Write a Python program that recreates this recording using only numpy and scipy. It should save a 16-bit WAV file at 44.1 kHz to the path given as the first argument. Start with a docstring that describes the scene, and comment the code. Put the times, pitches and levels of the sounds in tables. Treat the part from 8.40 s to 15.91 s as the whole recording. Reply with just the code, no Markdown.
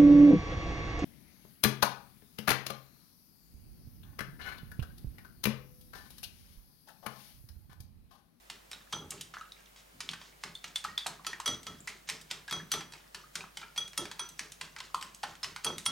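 """A small kitchen, close up: wooden chopsticks beat eggs in a ceramic bowl, nearly five strokes a second.
The sticks click in band-passed noise bursts; hard strokes reach the bare wall and ring its paired modes.
Short damped tones, mostly trapped air plopping, rise in pitch; the egg slops, drags and froths in noise
swells and tiny pops. A short noise-tail room surrounds the bowl, over a faint sine hum and coloured hiss."""
import sys
import numpy as np
from scipy import signal
from scipy.fft import rfft, irfft, next_fast_len
from scipy.io import wavfile

SR = 44100
rng = np.random.default_rng(int(sys.argv[2]) if len(sys.argv) > 2 else 0)


def int16_out(signal):
    """Quantize to a 16-bit WAV file."""
    q = np.round(np.clip(np.atleast_2d(signal).T, -1, 1) * 32767)
    wavfile.write(sys.argv[1], SR, q.astype(np.int16))


N = 331191

# Event levels come before the layer trims and the room.
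# sticks clicking in the egg: (time [s], level [dB], brightness [dB per octave], t60 [s])
# a short t60 is a clean knock, a long one a skid
CLICKS = [(0.0997, -39, 0, 0.033), (0.3146, -40.5, 3.5, 0.01), (0.331, -43.5, -3, .014),
          (.706, -35.5, 18, 0.025), (0.7182, -43, -4, .03), (0.8106, -37.5, 6, 0.017),
          (0.9386, -43.5, -5, 0.093), (1.0099, -51, -1.5, .03), (1.1211, -54, 6, 0.0046),
          (1.3608, -55.5, -1, 0.021), (1.6048, -35.5, 0.5, 0.035), (1.69, -41.5, -1, 0.03),
          (1.712, -47.5, 6, 0.023), (1.7335, -39.5, -2.5, 0.029), (1.8146, -46, -5, 0.0088),
          (2.037, -34.5, -2.5, 0.016), (2.1515, -51.5, 16, 0.017), (2.242, -37, -2, 0.023),
          (2.3583, -35.5, 5, .012), (2.3598, -37, 2.5, 0.0043), (2.4411, -36.5, 0.5, 0.055),
          (2.449, -37.5, -18, 0.013), (2.579, -34, 0, 0.0044), (2.6619, -32.5, -12, 0.035),
          (2.6658, -32.5, 6.5, 0.025), (2.848, -44, -5, 0.0058), (2.9317, -44, -4.5, 0.0094),
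          (3.001, -39.5, 2.5, 0.01), (3.2312, -49.5, 6, .022), (3.474, -38, 1.5, .03),
          (3.4853, -40.5, 0.5, 0.12), (3.689, -32, 0.5, 0.055), (3.699, -33, 3.5, .008),
          (3.813, -49, 7, 0.027), (3.9119, -32.5, 0, 0.011), (4.079, -43, -2.5, 0.03),
          (4.4075, -40.5, -2.5, 0.031), (4.5225, -47.5, 0.5, .014), (4.536, -43, -2, 0.015),
          (4.7463, -38.5, 0.5, 0.024), (4.9548, -32, 1.5, 0.024), (5.0064, -46, -5.5, 0.045),
          (5.1713, -37.5, -0.5, 0.019), (5.2149, -45, -6, 0.036), (5.229, -51, -9, .04),
          (5.3611, -42.5, -1.5, 0.056), (5.4785, -48.5, 6, 0.018), (5.5327, -48, -0.5, 0.0071),
          (5.654, -38.5, -3.5, 0.014), (5.7141, -38.5, -0.5, 0.02), (5.8896, -46.5, 11, .018),
          (5.9934, -33, 1, 0.0096), (6.1199, -44, 8, .018), (6.212, -35, -1.5, .02),
          (6.2507, -50, -3, .027), (6.3638, -41.5, -5.5, 0.0071), (6.4032, -39, -2.5, 0.018),
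          (6.5457, -36.5, 2.5, 0.0047), (6.6114, -44, 2, .04), (6.6262, -38, 2, 0.0071),
          (6.747, -47.5, 11.5, 0.0099), (6.832, -36, -1.5, 0.037), (6.8366, -33.5, -9, 0.021),
          (6.9532, -49.5, -1, 0.011), (7.031, -36, 0, 0.027), (7.0438, -33.5, -1.5, 0.016),
          (7.1621, -36.5, -3, 0.013), (7.3822, -35.5, 5.5, 0.0064), (7.4554, -38, 17, 0.037)]
# taps on the bare wall:
# (time [s], click level [dB], brightness [dB per octave], ring level [dB], pitch the struck spot favours [Hz])
TAPS = [(0.5258, -35.5, -1, -42.5, 6500), (.5315, -38, -8.5, -39.5, 6040), (2.8665, -31, -0.5, -42.5, 7650),
        (3.0596, -29, 0.5, -30, 6000), (3.077, -29.5, 0, -31, 4500), (3.2676, -36.5, -2.5, -48.5, 5400),
        (4.1106, -34, -1, -41, 3500), (4.1256, -31.5, -2.5, -38.5, 6000), (4.3176, -25.5, 3, -32.5, 6400),
        (4.3385, -30, -3, -36, 4540), (5.3775, -32, 0, -29.5, 4580), (5.5767, -28, 2.5, -31, 8700),
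        (5.794, -33.5, -3, -36, 7200), (7.2456, -28.5, 2.5, -32, 8900), (7.2652, -34, -5, -32, 4730),
        (7.4616, -26.5, -2, -27.5, 9500)]
# short damped tones: mostly air pockets, with a stopped bowl ring at 0.53 s and a faint squeak at 3.4 s:
# (time [s], pitch [Hz], level [dB], t60 [s])
DAMPED_TONES = [(0.3313, 3770, -42, 0.0068), (0.5286, 3230, -33, 0.02), (0.9386, 1300, -42, 0.029),
                (.969, 1320, -41, 0.0047), (.976, 1690, -50.5, .02), (1.0114, 1293, -41.5, 0.027),
                (1.12, 3840, -47.5, 0.0059), (1.6902, 3300, -34.5, 0.0017), (1.7361, 1530, -46.5, 0.014),
                (2.1527, 3540, -40, 0.011), (2.358, 3474, -30, 0.014), (2.4478, 1250, -34.5, 0.027),
                (2.4827, 1900, -43.5, 0.12), (2.577, 3470, -27.5, 0.012), (2.7955, 1125, -49, 0.02),
                (2.931, 1810, -36, 0.011), (3, 1050, -38.5, 0.0082), (3.405, 7400, -51.5, 0.004),
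                (3.4775, 2060, -36, 0.006), (4.082, 1645, -41.5, 0.039), (4.1985, 1720, -45.5, 0.025),
                (4.838, 1250, -52.5, 0.037), (5.0069, 2520, -44, 0.0084), (5.04, 1190, -46, 0.0067),
                (5.229, 1390, -41.5, 0.031), (5.232, 2320, -49, .012), (6.5448, 1054, -26.5, 0.019),
                (6.8337, 813, -36.5, 0.025), (7.033, 5250, -35.5, 0.029)]
# egg thrown against the wall, with levels of its own: (time [s], deep level [dB], splash level [dB])
THROWS = [(0.529, -52, -50), (0.599, -57, -54), (.706, -55, -56), (1.52, -62, -85), (1.682, -58, -74),
          (2.033, -60, -59), (2.446, -58.5, -63), (3.067, -51.5, -43.5), (3.267, -52.5, -58.5),
          (4.116, -51.5, -48), (4.321, -52, -46.5), (5.579, -52, -45), (6.545, -61.5, -81),
          (7.249, -48.5, -39), (7.465, -51.5, -55.5)]
# scrapes along the glaze: (time [s], level [dB], half length [s])
SCRAPES = [(0.33, -65, 0.011), (1.389, -59, .022), (1.714, -55, 0.016), (1.843, -60.5, 0.057),
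           (2.281, -53, .008), (2.672, -51, .013), (3.68, -50.5, 0.0065), (3.913, -42, 0.0083),
           (4.099, -47, 0.0041), (4.316, -46, .002), (6.388, -46, 0.0048), (6.452, -56.5, 0.015),
           (7.241, -48, .0024)]

# bending modes of the bowl: nominal pitch [Hz]
BOWL_HZ = [1314, 3315, 6012, 9232, 12800]
# decay of each mode and nominal distance to its twin: (t60 [s], split [Hz])
BOWL_MODES = [(0.23, 24.7), (0.26, 9), (0.27, 30), (0.088, 19), (0.035, 25)]
# click bands: (low edge [Hz], high edge [Hz])
CLICK_EDGES = [(780, 1390), (1500, 3350), (3000, 5900), (6000, 9570), (10000, 13300)]
# colour of a contact before the brightness tilt, one value per click band: (relative level [dB])
CLICK_COLOUR = [-7, 0.5, 1, -4.5, -17]
TAP_COLOUR = [-4.5, -1.5, 3.5, -2.5, -10]
# colour of the ring before tilt and struck spot, one value per middle bowl mode: (relative level [dB])
RING_COLOUR = [0, -12.5, -9.5]

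# noise colours of the moving egg and the dragging sticks: (frequency [Hz], relative density [dB per Hz])
DEEP = [(45, -51), (82, -2.5), (108, -11), (160, 2), (205, -3.5), (260, -8.5), (420, -13.5), (900, -47.5)]
GULP = [(110, -15), (290, -2), (425, 3), (510, -9.5), (600, 0.5), (750, -25), (1500, -47)]
SPLASH = [(350, -33), (600, -12), (860, 6.5), (1050, 0), (1300, 8.5), (1600, -14), (4000, -48)]
DRAG = [(500, -9), (1100, 5), (2500, 7), (3800, 9.5), (7000, 6.5), (11000, -12), (16000, -21)]
# every stroke drags into the egg and out again:
# (time after the beat [s], level relative to stroke force [dB], half length [s])
DRAGS = [(-.002, -32.5, 0.013), (0.042, -27.5, 0.054)]

# decay of the room: (frequency [Hz], t60 [s])
KITCHEN = [(150, 0.48), (530, 0.38), (1400, 0.43), (3700, 0.3), (9700, 0.25), (16000, 0.18)]
# room air and microphone hiss, mid then side: (frequency [Hz], density [dB per Hz])
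FLOOR_MID = [(20, -102), (60, -102), (110, -97), (165, -91), (250, -100), (650, -99), (1000, -102),
             (3000, -104), (5000, -106), (9000, -108.5), (9400, -103.5), (9800, -109), (16000, -109)]
FLOOR_SIDE = [(20, -115), (70, -109), (160, -100), (600, -96), (1700, -99.5), (3000, -104.5), (7500, -112),
              (11000, -116), (15000, -128)]
# phase lead of the left microphone port over the right: (frequency [Hz], phase [rad])
PORT_PHASE = [(100, 0), (400, 0.079), (1300, 0.36), (3000, 0.21), (9000, 0.33), (15000, 0)]
# the hand circles at a steady beat and hesitates once: (bout start [s], bout end [s])
BOUTS = [(0.1, 1.2), (1.61, 7.51)]

BEAT_S = 0.209
DEEP_DB, SPLASH_DB = -28.5, -27  # slop of any other stroke, relative to its force
SPOT_DB, SPOT_OCTAVES = 14, 0.49  # how much the struck spot lifts the modes near its pitch, and how near
DULL_ABOVE_HZ = 7500  # wood is too soft for the brightness tilt to rise beyond this
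MAINS_HZ, TOP_HZ = 50, 16100


def amp(db):
    """Decibels to amplitude."""
    return 10 ** (np.asarray(db) / 20)


def unit(x):
    """Scales a sound to rms 1."""
    return x / np.sqrt(np.mean(x ** 2) + 1e-20)


def burst(x):
    """Gives a short sound the energy of a hundredth of a second at rms 1."""
    return x / np.sqrt(np.sum(x ** 2) / (SR / 100) + 1e-20)


def along(points, hz):
    """Reads (frequency [Hz], value) points on a log frequency axis."""
    f, v = np.transpose(points)
    return np.interp(np.log(hz + 1), np.log(f + 1), v)


def clock(seconds):
    """Sample times of a short sound."""
    return np.arange(int(seconds * SR)) / SR


def fade(t, t60):
    """Exponential decay by 60 dB in t60."""
    return np.exp(-np.log(1000) * t / t60)


def wander(t, depth_db, count):
    """A gain that drifts at random between evenly spaced knots."""
    knots = np.linspace(t[0], t[-1], num=count)
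    return amp(depth_db * np.interp(t, knots, rng.standard_normal(count)))


def add(out, s, sound):
    """Mixes a sound into out at time s."""
    start = max(round(s * SR), 0)
    part = sound[..., :max(N - start, 0)]
    out[..., start:start + part.shape[-1]] += part


def filtered(x, response):
    """Filters x by a response given as a function of frequency."""
    m = next_fast_len(x.shape[-1] + 4096)
    spectrum = rfft(x, m) * response(np.fft.rfftfreq(m, 1 / SR))
    return irfft(spectrum, m)[..., :x.shape[-1]]


def coloured(points, size):
    """Noise with the given density in dB per Hz."""
    white = rng.standard_normal(size) * np.sqrt(SR / 2)
    return filtered(white, lambda hz: amp(along(points, hz)))


def kitchen(x, wet_db, width_db=-9.5, early=1.45, early_s=0.0049):
    """Puts a sound in the stereo room: strong early bounces off bowl and counter, then a short tail."""
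    hz, t, z = signal.stft(rng.standard_normal((2, SR // 3)), SR, nperseg=256)
    decayed = z * fade(t, along(KITCHEN, hz)[:, None])
    tail = signal.istft(decayed, SR, nperseg=256)[1]
    t = np.arange(tail.shape[1]) / SR
    tail = tail * (1 + early * np.exp(-t / early_s)) * (1 - np.exp(-t / 0.00061))
    mid, side = amp(wet_db) * tail / np.linalg.norm(tail[0])
    mid[0] += 1  # the direct sound
    side = side * amp(width_db)
    return signal.fftconvolve(x[None], np.array([mid + side, mid - side]), axes=1)


def strokes():
    """(time [s], force [dB]) of every beat; force sums the contacts within a quarter beat either side."""
    s, db = np.transpose([row[:2] for row in CLICKS + TAPS])
    beats = np.concatenate([np.arange(start, end, BEAT_S) for start, end in BOUTS])
    forces = []
    for beat in beats:
        near_db = db[abs(s - beat) < BEAT_S / 4]
        forces.append((beat, 10 * np.log10(np.sum(amp(near_db) ** 2) + 1e-20)))
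    return forces


def tilted(colour_db, hz, db, brightness):
    """Shares a level among bands or modes; a harder contact favours the high ones."""
    shape = np.add(colour_db, brightness * np.log2(hz))
    return db + shape - 10 * np.log10(np.sum(amp(shape) ** 2))


def contact(colour_db, db, brightness):
    """Level of each click band for one contact."""
    centres = np.sqrt(np.prod(CLICK_EDGES, axis=1))
    return tilted(colour_db, np.minimum(centres, DULL_ABOVE_HZ), db, brightness)


def click(bands_db, t60, snap=1.7, swish_db=-19, swish_s=0.0022, chatter_db=-24, chatter_s=0.032, grain_db=6):
    """A stick swishes through the egg, snaps on something hard and skids in tiny contacts; lands at 20 ms."""
    t = clock(.09) - .02
    grain = unit(wander(t, grain_db, 110))
    skid = amp(chatter_db) * grain * np.exp(-abs(t) / chatter_s)
    approach = amp(swish_db) * np.exp(-abs(t) / swish_s)
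    shape = np.where(t < 0, approach, fade(abs(t), t60) + skid)
    out = np.zeros(len(t))
    for edges, db in zip(CLICK_EDGES, bands_db):
        force = shape * rng.standard_normal(len(t))
        force[np.argmax(t >= 0)] += snap
        band = signal.butter(2, edges, "bandpass", fs=SR, output="sos")
        out += amp(db) * burst(signal.sosfilt(band, force))
    return out


def sticks(level_db=-3.0, wet_db=-3):
    """Sticks click together and against the wetted bottom, damped by the egg."""
    out = np.zeros((2, N))
    for s, db, brightness, t60 in CLICKS:
        knock = click(contact(CLICK_COLOUR, db, brightness), t60)
        add(out, s - .02, kitchen(knock, wet_db))
    return amp(level_db) * out


def mode(t, hz, t60, split_hz, drift=0.0014):
    """A bowl is never quite round: each mode beats against an equal twin, and the moving egg detunes it."""
    hz = hz * (1 + drift * rng.standard_normal())
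    twin_hz = hz + split_hz * rng.uniform(-0.74, 2.76)
    pair = np.sin(2 * np.pi * hz * t) + np.sin(2 * np.pi * twin_hz * t)
    return pair * fade(t, t60) * (1 - np.exp(-t / 0.0016))


def bowl(click_db=-4.5, click_t60=0.017, click_wet_db=-3, ring_wet_db=-10, ring_tilt=0.4, body_db=-15,
         rim_db=-12, flutter_db=1.5):
    """A tap on the bare wall cracks and rings the ceramic; egg washing over the wall makes the ring flutter."""
    out, t = np.zeros((2, N)), clock(.35)
    middle_hz = np.array(BOWL_HZ[1:-1])
    for s, tap_db, brightness, rung_db, spot_hz in TAPS:
        lift = SPOT_DB * np.exp(-(np.log2(middle_hz / spot_hz) / SPOT_OCTAVES) ** 2)
        middle_db = tilted(RING_COLOUR + lift, middle_hz, rung_db, ring_tilt * brightness)
        lowest_db = tap_db + body_db - brightness  # a dull, heavy blow rings the lowest mode best
        modes_db = [lowest_db, *middle_db, middle_db[-1] + rim_db]
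        ring = np.zeros(len(t))
        for hz, (t60, split_hz), db in zip(BOWL_HZ, BOWL_MODES, modes_db):
            ring += amp(db) * wander(t, flutter_db, 60) * mode(t, hz, t60, split_hz)
        crack = amp(click_db) * click(contact(TAP_COLOUR, tap_db, brightness), click_t60)
        add(out, s - .02, kitchen(crack, click_wet_db))
        add(out, s, kitchen(ring, ring_wet_db))
    return out


def damped_tone(hz, t60, rise):
    """A brief sine gliding up as it dies, as an air pocket does when it nears the surface of thick egg."""
    t = clock(.06)
    pitch = hz * (1 + rise * (np.minimum(t / t60, 1) - .2))
    tone = np.sin(2 * np.pi * np.cumsum(pitch) / SR)
    return burst(tone * fade(t, t60) * (1 - np.exp(-t / 0.0025)))


def damped_tones(level_db=-2, wet_db=-5, rise=0.092, shed_db=-15, shed_s=0.008, shed_spread=0.12, count=3):
    """Mostly plopping air, plus a stopped bowl ring and a squeak; fainter, higher tones trail each one."""
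    out = np.zeros((2, N))
    for s, hz, db, t60 in DAMPED_TONES:
        cluster = np.pad(damped_tone(hz, t60, rise), (0, SR // 10))
        for delay, raised in zip(rng.exponential(shed_s, count), rng.uniform(0.056, 2.3, count)):
            small = amp(shed_db) * damped_tone(hz * np.exp(shed_spread * raised), t60 / 2, rise)
            start = min(int(delay * SR), SR // 10)
            cluster[start:start + len(small)] += small
        add(out, s, kitchen(amp(db) * burst(cluster), wet_db))
    return amp(level_db) * out


def throws():
    """(time [s], deep [dB], splash [dB]) of egg per stroke: listed throws, then others that follow the force."""
    light = [(s, force + DEEP_DB, force + SPLASH_DB) for s, force in strokes()
             if all(abs(s - listed[0]) > BEAT_S / 4 for listed in THROWS)]
    return THROWS + light


def swell(t, peak_s, steep):
    """Envelope that rises to 1 at peak_s and dies away."""
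    return (t / peak_s * np.exp(1 - t / peak_s)) ** steep


def slops(gulp_db=-1.5, splash_db=-2, deep_s=0.031, gulp_s=0.027, splash_s=0.023, lump_db=2.5, wet_db=-10,
          width_db=-8):
    """Egg falls back in lumps behind each stroke: the splash peaks first, then a gulp, the deep slop last."""
    out, t = np.zeros((2, N)), clock(.3)
    for s, deep, splash in throws():
        lumps = unit(wander(t, lump_db, 50))
        low = amp(deep) * swell(t, deep_s, steep=0.48) * unit(coloured(DEEP, len(t)))
        middle = amp(splash + gulp_db) * swell(t, gulp_s, steep=1.0) * unit(coloured(GULP, len(t)))
        high = amp(splash + splash_db) * swell(t, splash_s, steep=1.45) * unit(coloured(SPLASH, len(t)))
        slop = lumps * (low + middle + high) * (1 - t / t[-1]) ** 0.14
        add(out, s, kitchen(slop, wet_db, width_db))
    return out


def swishes(grain_db=4, wet_db=-3):
    """The sticks drag through the egg and along the glaze with a grainy hiss."""
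    out, t = np.zeros((2, N)), clock(.16) - .08
    drags = [(s + lag_s, force + db, width) for s, force in strokes() for lag_s, db, width in DRAGS]
    for s, db, width in SCRAPES + drags:
        grain = unit(wander(t, grain_db, 160))
        drag = amp(db) * np.exp(-(t / width) ** 2) * grain * unit(coloured(DRAG, len(t)))
        add(out, s + t[0], kitchen(drag, wet_db))
    return out


def froth(level_db=-71, spread_db=4, lag_s=.06, centre_hz=2800, wet_db=-2, count=22):
    """Each stroke leaves tiny bubbles and sticky strands that burst soon after as damped sines."""
    out, t = np.zeros((2, N)), clock(.015)
    for s, _ in strokes():
        pops = np.zeros(SR // 3)
        delays = rng.gamma(2, lag_s / 2, count)
        pitches = centre_hz * np.exp(rng.uniform(-0.947, 1, count))
        levels_db = level_db + spread_db * rng.standard_normal(count)
        for delay, hz, db in zip(delays, pitches, levels_db):
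            pop = np.sin(2 * np.pi * hz * t) * t * fade(t, 11 / hz)
            start = min(int(delay * SR), len(pops) - len(t))
            pops[start:start + len(t)] += amp(db) * burst(pop)
        add(out, s, kitchen(pops, wet_db))
    return out


def background(hum_db=-69):
    """Mains hum as one steady sine, with faint room air and microphone hiss as coloured noise."""
    mid, side = coloured(FLOOR_MID, N), coloured(FLOOR_SIDE, N)
    hum = np.sqrt(2) * np.sin(2 * np.pi * MAINS_HZ * np.arange(N) / SR)
    return np.array([mid + side, mid - side]) + amp(hum_db) * hum


def scene(pan_db=0.3):
    """The bowl stands slightly to the right, over the background."""
    beating = sticks() + bowl() + damped_tones() + slops() + swishes() + froth()
    return beating * amp([[-pan_db], [pan_db]]) + background()


def record(dry):
    """The left microphone port leads slightly in phase; nothing passes above the band limit."""
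    ports = lambda hz: np.exp(.5j * along(PORT_PHASE, hz) * np.array([[1], [-1]]))
    return filtered(dry, lambda hz: ports(hz) * (hz < TOP_HZ))


dry = scene()
out = record(dry)
int16_out(out)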